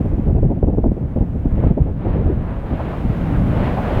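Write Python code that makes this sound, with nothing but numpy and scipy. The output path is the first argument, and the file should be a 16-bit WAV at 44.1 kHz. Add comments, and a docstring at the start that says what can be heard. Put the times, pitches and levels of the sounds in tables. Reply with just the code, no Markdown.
"""A lava fountain roars across open ground as gas rushes through churning lava and clots patter down.
It is far off and dull at first, then near and bright as it surges, with heavy splashes of spatter,
a deep rumble and a faint hiss. Wind buffets the microphone in short gusts: large eddies (swirls
of air) thump, small ones flutter, and the strongest overload it softly."""
import sys
import numpy as np
from scipy import signal
from scipy.fft import rfft, irfft
from scipy.io import wavfile
from scipy.ndimage import uniform_filter1d

SR = 44100
rng = np.random.default_rng(int(sys.argv[2]) if len(sys.argv) > 2 else 0)


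def wrap_up_sound(samples):
    """Save the sound to the file named by the first command line argument, as 16-bit audio."""
    columns = np.atleast_2d(samples).T
    # keep every value between -1 and 1, then stretch to whole-number steps
    tamed = np.clip(columns, -1, 1)
    steps = np.round(tamed * 32767).astype(np.int16)
    wavfile.write(sys.argv[1], SR, steps)


N = 176400
TIME_S = np.arange(N) / SR

# The tone of the lava, shared by its roar and its splashes: pitch_hz, relative_db
LAVA_TONE = [(60, -8.5), (200, 3), (400, 1.5), (620, 2), (900, -4), (1250, -9), (2000, -15), (2900, -21.5),
             (4000, -30.5), (5000, -40.5), (6500, -58), (10000, -76)]


def gain(db):
    """Turn decibels into a number to multiply a sound by."""
    return 10 ** (np.asarray(db) / 20)


def normalize(x):
    """Scale a sound to an average (rms) level of 1."""
    return x / np.sqrt(np.mean(x ** 2) + 1e-20)


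def loudness(points):
    """A volume that glides between points of time_s, level_db."""
    return gain(np.interp(TIME_S, *np.array(points).T))


def spectrum_octaves():
    """The pitch of each slot in a spectrum, in octaves above 1 Hz."""
    return np.log2(np.maximum(np.arange(N // 2 + 1), 1) * SR / N)


def shape_tone(x, points):
    """Balance bass and treble by points of pitch_hz, relative_db, then normalize."""
    hz, db = np.array(points).T
    weights = gain(np.interp(spectrum_octaves(), np.log2(hz), db))
    return normalize(irfft(rfft(x) * weights, N))


def band(x, hz, octaves):
    """Keep the pitches near hz; more octaves make the band wider."""
    bell = np.exp(-.5 * ((spectrum_octaves() - np.log2(hz)) / octaves) ** 2)
    return irfft(rfft(x) * bell, N)


def waver(depth_db, per_s):
    """A volume that wanders smoothly and at random."""
    hold = int(SR / per_s)
    steps = rng.standard_normal(512)[np.arange(N) // hold % 512]
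    smooth = uniform_filter1d(uniform_filter1d(steps, hold), hold)
    return gain(depth_db * normalize(smooth))


def impacts(per_s, scatter_db):
    """Tiny pushes and pulls, uneven in timing and size."""
    count = int(per_s * N / SR)
    delay = rng.random(count)
    direction = rng.choice([-1, 1], count)
    size = gain(scatter_db * rng.standard_normal(count))
    at = ((np.arange(count) + delay) * N / count).astype(int)
    return normalize(np.bincount(at, direction * size, N)[:N])


def burst(start_s, length_s, rise_s, fade_s):
    """A volume that rises, holds and dies away."""
    t = TIME_S - start_s
    return np.clip(t / rise_s + .5, 0, 1) * np.exp(-np.maximum(t - length_s, 0) / fade_s)


def fountain():
    """Gas rushes through churning lava, each band of pitch flickering, while small clots patter down."""
    # The strength of the fountain: time_s, level_db
    strength = [(0, -38.5), (.28, -38.5), (.48, -45.5), (.9, -45.5), (1.05, -40.5), (1.38, -40.5),
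                (1.54, -36), (1.65, -32), (1.7, -35), (1.73, -42), (1.94, -39.5), (2.13, -28.5),
                (2.37, -36), (2.5, -29.5), (2.66, -32.5), (2.74, -30.5), (2.88, -29), (3.02, -30.5),
                (3.54, -27.5), (3.61, -23.5), (3.67, -22), (3.72, -26), (4, -23)]
    gas = sum(waver(depth_db=0.83, per_s=22) * band(rng.standard_normal(N), hz, octaves=0.39)
              for hz in 100 * 2 ** np.arange(0, 6.5, .5))
    churn = waver(depth_db=0.8, per_s=12)
    clots = gain(-5) * shape_tone(impacts(per_s=700, scatter_db=3.5), LAVA_TONE)
    roar = churn * (shape_tone(gas, LAVA_TONE) + clots)
    return loudness(strength) * normalize(roar)


def distance(roar):
    """Air takes the treble from the distant roar; it returns all at once when the listener is close."""
    close_from_s, air_loss_db_per_khz = 2.66, 1.14
    khz = np.arange(N // 2 + 1) * SR / N / 1000
    far = irfft(rfft(roar) * gain(-air_loss_db_per_khz * khz), N)
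    return np.where(TIME_S > close_from_s, roar, far)


def eddies(tone):
    """Each swirl of air is one pulse of pressure; smaller ones sound higher and come more often."""
    swirls = sum(band(impacts(per_s=1.2 * hz, scatter_db=2.5), hz, octaves=0.48)
                 for hz in 20 * 2 ** np.arange(0, 7, 2 / 3))
    return shape_tone(swirls, tone)


def wind():
    """Gusts thump and flutter on the microphone over a softer, steadier breeze."""
    # Each gust, with its strength relative to the others: start_s, length_s, thump_db, flutter_db
    gusts = [(0.0, 0.011, -11.5, -22.5), (0.046, 0.028, -15, -25), (0.114, 0.024, -17.5, -23),
             (0.18, 0.011, -17, -20), (0.263, 0.053, -14.5, -23), (0.349, 0.037, -14, -21),
             (0.424, 0.033, -13.5, -22.5), (0.491, 0.035, -17, -21), (0.564, 0.016, -21.5, -25),
             (0.627, 0.017, -10.5, -20.5), (0.67, 0.031, -18, -19), (0.726, 0.015, -17, -20.5),
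             (0.773, 0.02, -14.5, -21), (0.835, 0.03, -15, -20), (0.877, 0.014, -14.5, -30.5),
             (0.913, 0.0073, -16.5, -24.5), (0.965, 0.015, -23, -25.5), (1.008, 0.054, -20, -31.5),
             (1.158, 0.031, -16.5, -22.5), (1.206, 0.021, -13, -21), (1.35, 0.016, -17, -29.5),
             (1.449, 0.018, -14, -23.5), (1.518, 0.023, -15, -28), (1.57, 0.029, -15, -23),
             (1.625, 0.022, -14, -20), (1.663, 0.013, -16, -20.5), (1.702, 0.017, -18.5, -24),
             (1.77, 0.019, -18, -19.5), (1.804, 0.02, -13, -29), (1.856, 0.049, -19, -28),
             (2.051, 0.047, -14.5, -22), (2.143, 0.079, -20, -25), (2.257, 0.073, -16, -24),
             (2.364, 0.053, -19.5, -33), (2.708, 0.032, -18, -27.5), (3.041, 0.056, -15.5, -35),
             (3.969, 0.038, -12, -28)]
    # The wind between the gusts: time_s, level_db
    breeze_levels = [(0, -21.5), (.45, -18.5), (1.1, -25), (1.4, -21.5), (1.62, -24.5), (1.95, -23.5),
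                     (2.2, -18), (2.48, -22), (2.65, -25), (2.85, -22), (3.1, -22), (3.45, -14), (3.8, -22),
                     (4, -21.5)]
    # The tones of large eddies, small eddies and the breeze: pitch_hz, relative_db
    thump_tone = [(12, -26.5), (25, -0.5), (50, 2.5), (80, -1), (125, -4), (190, -7), (280, -14.5),
                  (400, -28), (700, -63.5)]
    flutter_tone = [(120, -18.5), (220, 1.5), (300, 2.5), (450, -1), (650, -7.5), (850, -14.5), (1050, -28),
                    (1300, -47), (2000, -67)]
    breeze_tone = [(12, -18), (27, 1.5), (55, 1.5), (100, -1.5), (180, -5.5), (270, -10.5), (400, -21),
                   (700, -33.5), (1200, -53.5)]
    thump_volume, flutter_volume = np.zeros(N), np.zeros(N)
    for start_s, length_s, thump_db, flutter_db in gusts:
        thump_volume += gain(thump_db) * burst(start_s, length_s, rise_s=.005, fade_s=0.018)
        flutter_volume += gain(flutter_db) * burst(start_s, length_s, rise_s=.005, fade_s=0.0097)
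    thump = gain(0.5) * thump_volume * eddies(thump_tone)
    flutter = gain(-0.5) * flutter_volume * eddies(flutter_tone)
    breeze = loudness(breeze_levels) * eddies(breeze_tone)
    clumps = normalize(waver(depth_db=1.5, per_s=160))  # the flutter comes in quick clumps
    return thump + flutter * clumps + breeze


def hiss():
    """A faint, smooth hiss sits high above the roar."""
    # The strength of the hiss: time_s, level_db
    levels = [(0, -67), (.6, -74.5), (1.64, -69.5), (1.74, -75), (2.4, -70.5), (2.95, -62.5), (4, -57)]
    # Its bright tone: pitch_hz, relative_db
    tone = [(2000, -12.5), (5000, 4), (8000, 1), (15500, -1)]
    return loudness(levels) * shape_tone(rng.standard_normal(N), tone)


def slaps():
    """A hard eddy slaps the microphone: one brief suction with a small push on either side."""
    # Single hard eddies, before the overload: time_s, peak_db, pitch_hz
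    hard_eddies = [(.199, -6.5, 150), (.286, -6, 176), (.331, -2, 127), (0.384, -10.5, 174),
                   (.432, -5.5, 336), (.467, -3, 129), (.630, -6.5, 380), (.686, -7.5, 300),
                   (.785, -6.5, 340), (.842, -9, 490), (.870, -4.5, 237), (.919, -6, 260),
                   (1.163, -9.5, 344), (1.184, -5.5, 105), (1.225, -6, 190), (1.459, -4, 190),
                   (1.64, -11, 520), (1.649, -2, 129), (1.672, -6.5, 178), (1.712, 1.5, 140),
                   (1.817, -4.5, 111), (2.302, -7, 279), (3.102, -3.5, 128)]
    out = np.zeros(N)
    for time_s, peak_db, pitch_hz in hard_eddies:
        offset_squared = (np.pi * pitch_hz * (TIME_S - time_s)) ** 2
        out -= gain(peak_db) * (1 - 2 * offset_squared) * np.exp(-offset_squared)
    return out


def splashes():
    """Heavy sheets of spatter land with a short, dull rush."""
    # Each fall of spatter: start_s, length_s, level_db, pitch_hz
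    falls = [(2.796, 0.012, -25, 920), (2.933, 0.0088, -31, 1000), (3.336, .025, -36.5, 1600),
             (3.64, 0.038, -41, 1980), (3.768, .022, -22.5, 820), (3.847, .025, -33.5, 1190)]
    out = np.zeros(N)
    for start_s, length_s, level_db, pitch_hz in falls:
        noise = shape_tone(rng.standard_normal(N), LAVA_TONE)
        rush = normalize(band(noise, pitch_hz, octaves=0.43))
        out += gain(level_db) * rush * burst(start_s, length_s, rise_s=0.0063, fade_s=0.011)
    return out


def rumble():
    """A deep churning swells as the fountain climbs."""
    # The strength of the rumble: time_s, level_db
    levels = [(2.95, -55), (3.1, -29), (3.25, -22), (3.6, -20), (3.76, -28)]
    pitch_hz = 155.7
    churning = band(impacts(per_s=2 * pitch_hz, scatter_db=0.91), pitch_hz, octaves=0.57)
    return loudness(levels) * normalize(churning)


def scene():
    """The eruption with the wind in front; overload rounds off the strongest gusts."""
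    overload_limit = 0.89
    lava = hiss() + splashes() + distance(fountain())
    buffeting = overload_limit * np.tanh((wind() + slaps()) / overload_limit)
    return (lava + buffeting + rumble())[None]


def record(dry):
    """Ease the sound in and out and cut the highest treble."""
    fade_s, top_hz = .003, 15750
    from_edge_s = np.minimum(TIME_S, TIME_S[::-1])
    fade = np.sin(np.pi / 2 * np.minimum(from_edge_s / fade_s, 1)) ** 2
    treble_cut = signal.ellip(8, .2, 70, top_hz, fs=SR, output="sos")
    return signal.sosfilt(treble_cut, dry * fade)


dry = scene()
out = record(dry)
wrap_up_sound(out)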